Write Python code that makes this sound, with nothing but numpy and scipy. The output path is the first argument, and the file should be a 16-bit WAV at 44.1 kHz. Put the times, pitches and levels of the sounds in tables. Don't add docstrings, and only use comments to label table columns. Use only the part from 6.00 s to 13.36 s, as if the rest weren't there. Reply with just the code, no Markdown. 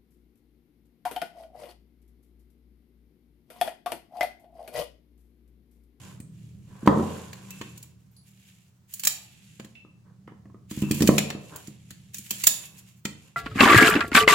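import sys
import numpy as np
from scipy import signal
from scipy.fft import rfft, irfft, next_fast_len
from scipy.io import wavfile
from scipy.ndimage import map_coordinates

SR = 44100
rng = np.random.default_rng(int(sys.argv[2]) if len(sys.argv) > 2 else 0)


def store_pcm(level_fs):
    pcm = np.round(np.clip(level_fs, -1, 1) * 32767).astype(np.int16)
    wavfile.write(sys.argv[1], SR, np.atleast_2d(pcm).T)


N = 324576
TOP_HZ = 16000

# time in seconds, strength in dB,
# brightness in dB per octave.
CONTACTS = [(0.201, -39.5, -1.5), (0.862, -29.5, -4), (1.330, -29, -4), (1.505, -29, 3.5), (1.613, -28, -8),
            (1.776, -33, 4), (1.827, -33, 6.5), (2.937, -23, 7), (2.995, -21.5, 5), (3.035, -15.5, 1.5),
            (3.050, -10, 3.5), (3.071, -2.5, 3), (3.597, -33, -6.5), (3.646, -35.5, -2.5), (4.710, -27, -1),
            (4.818, -26, 0.5), (4.911, -11.5, 0.5), (4.944, -23, 5), (5.005, -19.5, -1.5),
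            (5.021, -11.5, -0.5), (5.074, -6.5, -0.5), (5.181, -4, -3.5), (5.302, -20.5, -7.5),
            (5.560, -27, 6), (5.672, -33.5, 1.5), (5.906, -28.5, 0.5), (6.143, -22, 2), (6.183, -25.5, 6.5),
            (6.307, -10.5, 2.5), (6.437, -8, 2), (6.469, 4, 3), (7.052, -15.5, -3.5)]
# start in seconds, stop in seconds,
# scraping level at the stop in dB.
ROD_RUNS = [(1.976, 2.16, -70), (2.27, 2.489, -63.5), (2.87, 3.065, -54), (4.689, 5.07, -43.5),
            (6.13, 6.475, -42)]


def amp(db):
    return 10 ** (np.asarray(db) / 20)


def unit(x):
    return x / np.sqrt(np.mean(x ** 2) + 1e-20)


def along(points, hz):
    f, v = np.transpose(points)
    return np.interp(np.log(hz + 1), np.log(f + 1), v)


def wobble(rate):
    knots = rng.standard_normal(int(N * rate / SR) + 4)
    return map_coordinates(knots, [np.arange(N) * rate / SR])


def fade(t, t60):
    return np.exp(-np.log(1000) * t / t60)


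def add(track, s, sound):
    part = track[:, max(round(s * SR), 0):][:, :sound.shape[-1]]
    part += sound[..., :part.shape[1]]


def coloured(x, db_of_hz):
    n = x.shape[-1]
    m = 2 * next_fast_len(n // 2 + 2048)
    gain = amp(db_of_hz(np.fft.rfftfreq(m, 1 / SR)))
    cepstrum = irfft(np.log(gain + 1e-6))
    cepstrum[1:m // 2] *= 2
    cepstrum[m // 2 + 1:] = 0
    response = np.exp(rfft(cepstrum))
    return irfft(rfft(x, m) * response, m)[..., :n]


def dulled(x, corner_hz):
    return signal.lfilter(*signal.butter(2, min(corner_hz, TOP_HZ), fs=SR), x)


def pair(size, alike):
    mid, side = rng.standard_normal((2, size))
    turn = np.arccos(np.clip(alike, -1, 1)) / 2
    return np.cos(turn) * mid + np.array([[1], [-1]]) * np.sin(turn) * side


def in_room(sound, wet_db, alike):
    # frequency in Hz, reverberation time T60 in seconds.
    room_t60 = [(100, 0.65), (250, 0.32), (530, .8), (1400, 0.39), (3700, 0.44), (9700, 0.31),
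                (16000, 0.25)]
    hz, t, z = signal.stft(pair(int(.7 * SR), alike), SR, nperseg=256)
    decaying = z * fade(t, along(room_t60, hz)[:, None])
    tail = signal.istft(decaying, SR, nperseg=256)[1]
    tail *= 1 - np.exp(-np.arange(tail.shape[1]) / SR / 0.0013)
    response = amp(wet_db) * tail / np.linalg.norm(tail[0])
    response[:, 0] += 1
    return signal.fftconvolve(sound, response, axes=1)


def clicks(chatter_t60=0.036, bounce_db=-7, ring_db=-31, lead_db=-15):
    # frequency in Hz, level in dB per Hz.
    clack = [(150, -18), (800, -15), (1700, -11), (3200, -8), (5200, -7.5), (7600, -5.5), (8400, -9),
             (12000, -12.5), (15500, -8)]
    pivot_hz, octaves_below, octaves_above = 5900, 2, 1.1
    lead_s = .004
    out, t = np.zeros((2, N)), np.arange(int(.4 * SR)) / SR
    since = np.maximum(t - lead_s, 0)
    for s, db, brightness_db in list(CONTACTS) + rod_ticks():
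        def colour(hz):
            octaves = np.clip(np.log2((hz + 1) / pivot_hz), -octaves_below, octaves_above)
            return along(clack, hz) + brightness_db * octaves

        lead_in = amp(lead_db) * (since == 0) * t / lead_s
        blow = fade(since, chatter_t60) * (1 - np.exp(-since / 0.00023)) + lead_in
        late = since - rng.uniform(.004, .008)
        bounce = amp(bounce_db) * (late > 0) * fade(np.abs(late), 0.022)
        point = contact_point(depth_db=3.2, spacing_hz=180)
        noise = pair(len(t), 0.086) * np.hypot(blow, bounce)
        crack = coloured(noise, lambda hz: colour(hz) + tool_db(hz) + point(hz))
        sound = crack + amp(ring_db) * (since > 0) * ring(since, colour)
        add(out, s - lead_s + .0005, in_room(amp(db) * sound, wet_db=-8, alike=0))
    return out


def rod_ticks():
    ticks_per_s = 12
    tick_db, spread_db = 11, 0.5
    rows = []
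    for start, stop, db in ROD_RUNS:
        chance = rng.random((16, 2))
        times = start + (np.arange(len(chance)) + chance[:, 0]) / ticks_per_s
        scrape_db = run_db((times - start) / (stop - start), db)
        levels = scrape_db + tick_db + spread_db * (2 * chance[:, 1] - 1)
        rows += [(s, level, 0) for s, level in zip(times, levels) if s < stop]
    return rows


def contact_point(depth_db, spacing_hz):
    knots = rng.standard_normal(600)
    return lambda hz: depth_db * map_coordinates(knots, [hz / spacing_hz], mode="mirror")


def tool_db(hz):
    # centre in Hz, width in Hz, height in dB.
    humps = [(1815, 410, 4.5), (2410, 260, 6.5), (3114, 88, 7), (4120, 99, 3.5), (4600, 170, 4),
             (5190, 280, -5.5), (5740, 120, -0.5), (6950, 320, 6.5), (7510, 740, 4), (8600, 250, -2),
             (10300, 140, 2.5), (13440, 200, 7.5), (14830, 400, 1)]
    return sum(db / (1 + (2 * (hz - centre) / width) ** 2) for centre, width, db in humps)


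def ring(t, db_of_hz):
    # frequency in Hz, relative level in dB, decay time T60 in seconds.
    steel_modes = [(2654, -7, 1), (2960, -8, 0.37), (4160, -2.5, .25), (4440, 2, .25), (4743, -9, 0.31),
                   (6760, -4, .3), (7310, -4.5, .28), (7100, -4, .25), (8258, -11.5, 0.23),
                   (10115, -0.5, 0.45), (13650, -5.5, .33)]
    hz, db, t60 = np.transpose(steel_modes)[:, :, None]
    level = amp(db + db_of_hz(hz) + 2 * rng.standard_normal((2, len(hz), 1)))
    phase = rng.uniform(0, 2 * np.pi, (2, len(hz), 1))
    width_hz = 22
    steps = rng.standard_normal((len(hz), len(t)))
    drift = np.cumsum(steps, axis=1) * np.sqrt(2 * np.pi * width_hz / SR)
    waves = np.exp(1j * (2 * np.pi * hz * t + drift)) * fade(t, t60)
    return np.real((level * np.exp(1j * phase))[:, :, 0] @ waves)


def bumps(push_hz=330, push_s=.0012, modes_db=-9, push_db=-1, knock_t60=0.027,
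          soft_tilt_db=7, soft_stretch=1.0, low_cut_hz=55):
    # frequency in Hz, relative level in dB, decay time T60 in seconds.
    bench_modes = [(89.4, -22.5, 1), (144.4, -8, 0.42), (172.4, -25.5, 1), (203.4, 1, 0.17),
                   (221, -11, 0.62), (256, -11.5, .15), (305, -2.5, 0.11), (370.3, -17.5, 0.23),
                   (455, -20, 0.17), (534.5, -19.5, 0.27), (612, -21.5, 0.028)]
    # frequency in Hz, level in dB per Hz.
    knock_colour = [(100, -23.5), (420, 3.5), (560, 1), (660, -1.5), (850, -4.5), (1050, 5.5), (1180, -3),
                    (1300, 2), (1500, -15.5), (1900, -10.5), (2600, -23), (5000, -32), (16000, -44.5)]
    out = np.zeros((2, N))
    t = np.arange(int(.6 * SR)) / SR + np.array([[.0001], [0]])
    u = t - 2 * push_s
    for s, db, knock_db in bench_blows():
        softness = np.interp(-knock_db, [13, 31], [0, 1])
        slow = u / (1 + soft_stretch * softness)
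        push = np.cos(2 * np.pi * push_hz * slow) * np.exp(-(slow / push_s / np.sqrt(2)) ** 2)
        push *= 1 - np.exp(-t / .0004)
        boom = 0
        for hz, level, t60 in bench_modes:
            tilt = -soft_tilt_db * softness * np.log2(hz / 220)
            gain = amp(level + tilt + rng.normal(0, 2))
            boom = boom + gain * np.cos(2 * np.pi * hz * u) * fade(t, t60)
        boom *= 1 - np.exp(-t / 0.0023)
        point = contact_point(depth_db=3.5, spacing_hz=92.54)
        noise = coloured(pair(t.shape[1], 1.0), lambda hz: along(knock_colour, hz) + point(hz))
        knock = unit(noise) * fade(t, knock_t60)
        body = amp(push_db + .5 * max(db, -15)) * push + amp(modes_db) * boom
        add(out, s, amp(db) * in_room(body, wet_db=-10, alike=0.76))
        add(out, s + .001, amp(db + knock_db) * in_room(knock, wet_db=-4.0, alike=.3))
    return signal.lfilter(*signal.butter(1, low_cut_hz, "highpass", fs=SR), out)


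def bench_blows():
    # time in seconds, blow level in dB, hard knock in dB relative to the blow.
    blows = [(0.201, -32, -33.5), (0.830, -25, -23), (0.858, -22, -9), (0.874, -2.5, -2.5),
             (0.973, -13.5, -15), (0.995, -12.5, -13.5), (1.030, -18, -14), (1.611, -28, -12.5),
             (3.597, -32.5, -7.5), (3.647, -39, -13), (3.848, -40.5, -12.5), (4.277, -38, 0.5),
             (4.319, -40, -6.5), (4.455, -39, -8), (4.498, -44, -11.5), (4.544, -39.5, -7.5),
             (4.713, -25, -20.5), (4.774, -20, -30), (4.822, -13, -28), (4.838, -18.5, -26),
             (4.909, -11, -21), (5.007, -11, -22.5), (5.020, -10, -15), (5.038, -9, -24.5),
             (5.089, -2, -12.5), (5.180, -21.5, -2), (5.302, -34.5, 0), (5.349, -22.5, -19),
             (5.681, -30, -23.5), (5.909, -42, -23), (6.191, -40, -28), (6.312, -34.5, -8.5),
             (7.052, -22.5, -18)]
    heavy_db = -14
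    fall_s, fall_db, fall_knock_db = .0102, -19, -19.5
    jolt_db, jolt_knock_db = -37.5, -3.5
    drops = [(s + fall_s, fall_db, fall_knock_db) for s, db, _ in blows if db > heavy_db]
    jolts = [(s, db + jolt_db, jolt_knock_db) for s, db, _ in CONTACTS if db > heavy_db]
    return list(blows) + drops + jolts


def rubbing(wet_db=-7, nudge_db=3.0, grip_db=-6, pressed_hz=1050, nudged_hz=10500):
    # strongest moment in seconds, length in seconds, level in dB.
    block_drags = [(0.04, .3, -55.5), (0.77, 0.58, -58.5), (0.93, 0.52, -39), (1.3, 1, -57.5),
                   (4.07, 0.16, -64.5), (4.93, 1, -54.5), (5.53, 0.15, -46), (6.6, .55, -64.5),
                   (7.25, 0.24, -70.5)]
    # strongest moment in seconds, length in seconds, level in dB.
    hand_strokes = [(0.04, .38, -57), (0.44, 0.47, -69.5), (0.76, 0.43, -67.5), (1.08, 0.63, -51.5),
                    (1.56, 0.96, -58), (2.5, .5, -69.5), (3.42, 1, -64), (4.78, 0.24, -56.5),
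                    (5.57, 0.5, -57), (5.95, 0.87, -67), (6.88, .2, -67.5), (7.25, 0.29, -65)]
    # frequency in Hz, level in dB per Hz.
    drag_colour = [(120, -21.5), (300, 4), (600, -4.5), (850, -4.5), (1050, 3), (1250, -6.5), (1550, -2.5),
                   (2500, -22), (8000, -51)]
    skin_colour = [(700, -29), (1700, -6), (2700, 1.5), (4000, -4.5), (6000, -11.5), (16000, -29)]
    slide_colour = [(2000, -31), (5000, -2.5), (7000, 3.5), (9000, 0), (12000, 2.5), (15500, -4.5)]
    block = swells(block_drags, rise_share=.24)
    hand = swells(hand_strokes, rise_share=0.51)
    rod = rod_scrape()
    grit = amp(2 * wobble(250))
    catches = amp(2.5 * wobble(400) + 1.2 * wobble(35))

    def drag():
        return unit(coloured(pair(N, .6) * grit, lambda hz: along(drag_colour, hz)))

    def slide():
        noise = pair(N, 0.16) * catches
        return unit(coloured(noise, lambda hz: along(slide_colour, hz) + 0.61 * tool_db(hz)))

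    skin = unit(coloured(pair(N, 0.2) * grit, lambda hz: along(skin_colour, hz)))
    light_db, heavy_db = -57, -42.5
    pressed = np.interp(block, amp([light_db, heavy_db]), [0, 1])
    dull_drag = dulled(drag(), pressed_hz)
    dragging = block * (np.sqrt(1 - pressed) * drag() + np.sqrt(pressed) * dull_drag)
    brushing = (hand + amp(grip_db) * rod) * skin
    sliding = rod * slide() + amp(nudge_db) * hand * dulled(slide(), nudged_hz)
    return in_room(dragging + brushing + sliding, wet_db, alike=0)[:, :N]


def swells(strokes, rise_share):
    t = np.arange(N) / SR
    gain = np.zeros(N)
    for s, length, db in strokes:
        height = np.interp((t - s) / length, [-rise_share, 0, 1 - rise_share], [0, 1, 0])
        gain += amp(db) * np.sin(height * np.pi / 2) ** 2
    return gain


def rod_scrape(uneven_db=4.5, start_s=.022, settle_t60=0.9):
    t = np.arange(N) / SR
    binding = amp(uneven_db * wobble(30))
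    gain = np.zeros(N)
    for start, stop, db in ROD_RUNS:
        onset = np.clip((t - start) / start_s, 0, 1)
        level = amp(run_db((t - start) / (stop - start), db))
        gain += onset * level * fade(np.maximum(t - stop, 0), settle_t60)
    return binding * gain


def run_db(progress, stop_db, gather_db=8.5):
    return stop_db - gather_db * (1 - np.clip(progress, 0, 1))


def tings(tick_db=-3, damped_t60=0.53):
    # time in seconds, level in dB, favoured frequency in Hz.
    touches = [(0.202, -42.5, 8258), (1.507, -39, 2654), (1.615, -43, 2654), (2.115, -61, 13650),
               (2.165, -53.5, 4743), (2.167, -53.5, 10115), (3.753, -41.5, 2654), (4.276, -42.5, 1900),
               (4.824, -34, 2654), (4.931, -32, 2654), (7.052, -39.5, 8258)]
    out, t = np.zeros((2, N)), np.arange(SR // 2) / SR
    for s, db, pitch_hz in touches:
        def octaves(hz):
            return np.abs(np.log2((hz + 1) / pitch_hz))

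        song = ring(t, lambda hz: -120 * octaves(hz)) * fade(t, damped_t60)
        tick = unit(coloured(pair(len(t), 0.18), lambda hz: -25 * octaves(hz))) * fade(t, 0.02)
        add(out, s, amp(db) * in_room(song + amp(tick_db) * tick, wet_db=-0.5, alike=0))
    return out


def hum(hum_hz=119, tone_db=-5):
    # time in seconds, relative level in dB.
    hum_level = [(0, -46), (1.7, -48.5), (2.1, -57), (2.8, -60), (3.3, -55.5), (4.5, -52.5), (6.0, -52),
                 (7.36, -59)]
    # frequency in Hz, level in dB per Hz.
    drone_colour = [(25, -24.5), (55, -27.5), (80, -5.5), (98, -6.5), (118, -5.5), (135, -8), (156, 0),
                    (172, -12), (190, 5), (215, -19.5), (260, -19), (400, -27), (1000, -56)]
    level_db = np.interp(np.arange(N) / SR, *np.transpose(hum_level))
    drone = unit(coloured(pair(N, 0.89), lambda hz: along(drone_colour, hz)))
    phase = 2 * np.pi * np.cumsum(hum_hz + 2.5 * wobble(7)) / SR
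    tone = unit(np.sin(phase) * amp(1.5 * wobble(5)))
    return amp(level_db) * (amp(-1.0) * drone + amp(tone_db) * tone)


def air(air_db=-74):
    # frequency in Hz, level in dB per Hz.
    air_colour = [(200, -13.5), (500, -2.5), (1000, -3.5), (1100, -4.5), (1300, -5), (3000, -11),
                  (7000, -10), (15000, -25)]
    return amp(air_db) * unit(coloured(pair(N, 0.16), lambda hz: along(air_colour, hz)))


def scene():
    steel = (clicks() + tings() + rubbing()) * amp([[-.8], [.8]])
    bench = (bumps() + hum()) * amp([[-.6], [.6]])
    return steel + bench + air()


def record(dry):
    m = next_fast_len(N + SR // 2)
    keep = np.fft.rfftfreq(m, 1 / SR) < TOP_HZ
    return irfft(rfft(np.clip(dry, -1, 1), m) * keep, m)[:, :N]


dry = scene()
out = record(dry)
store_pcm(out)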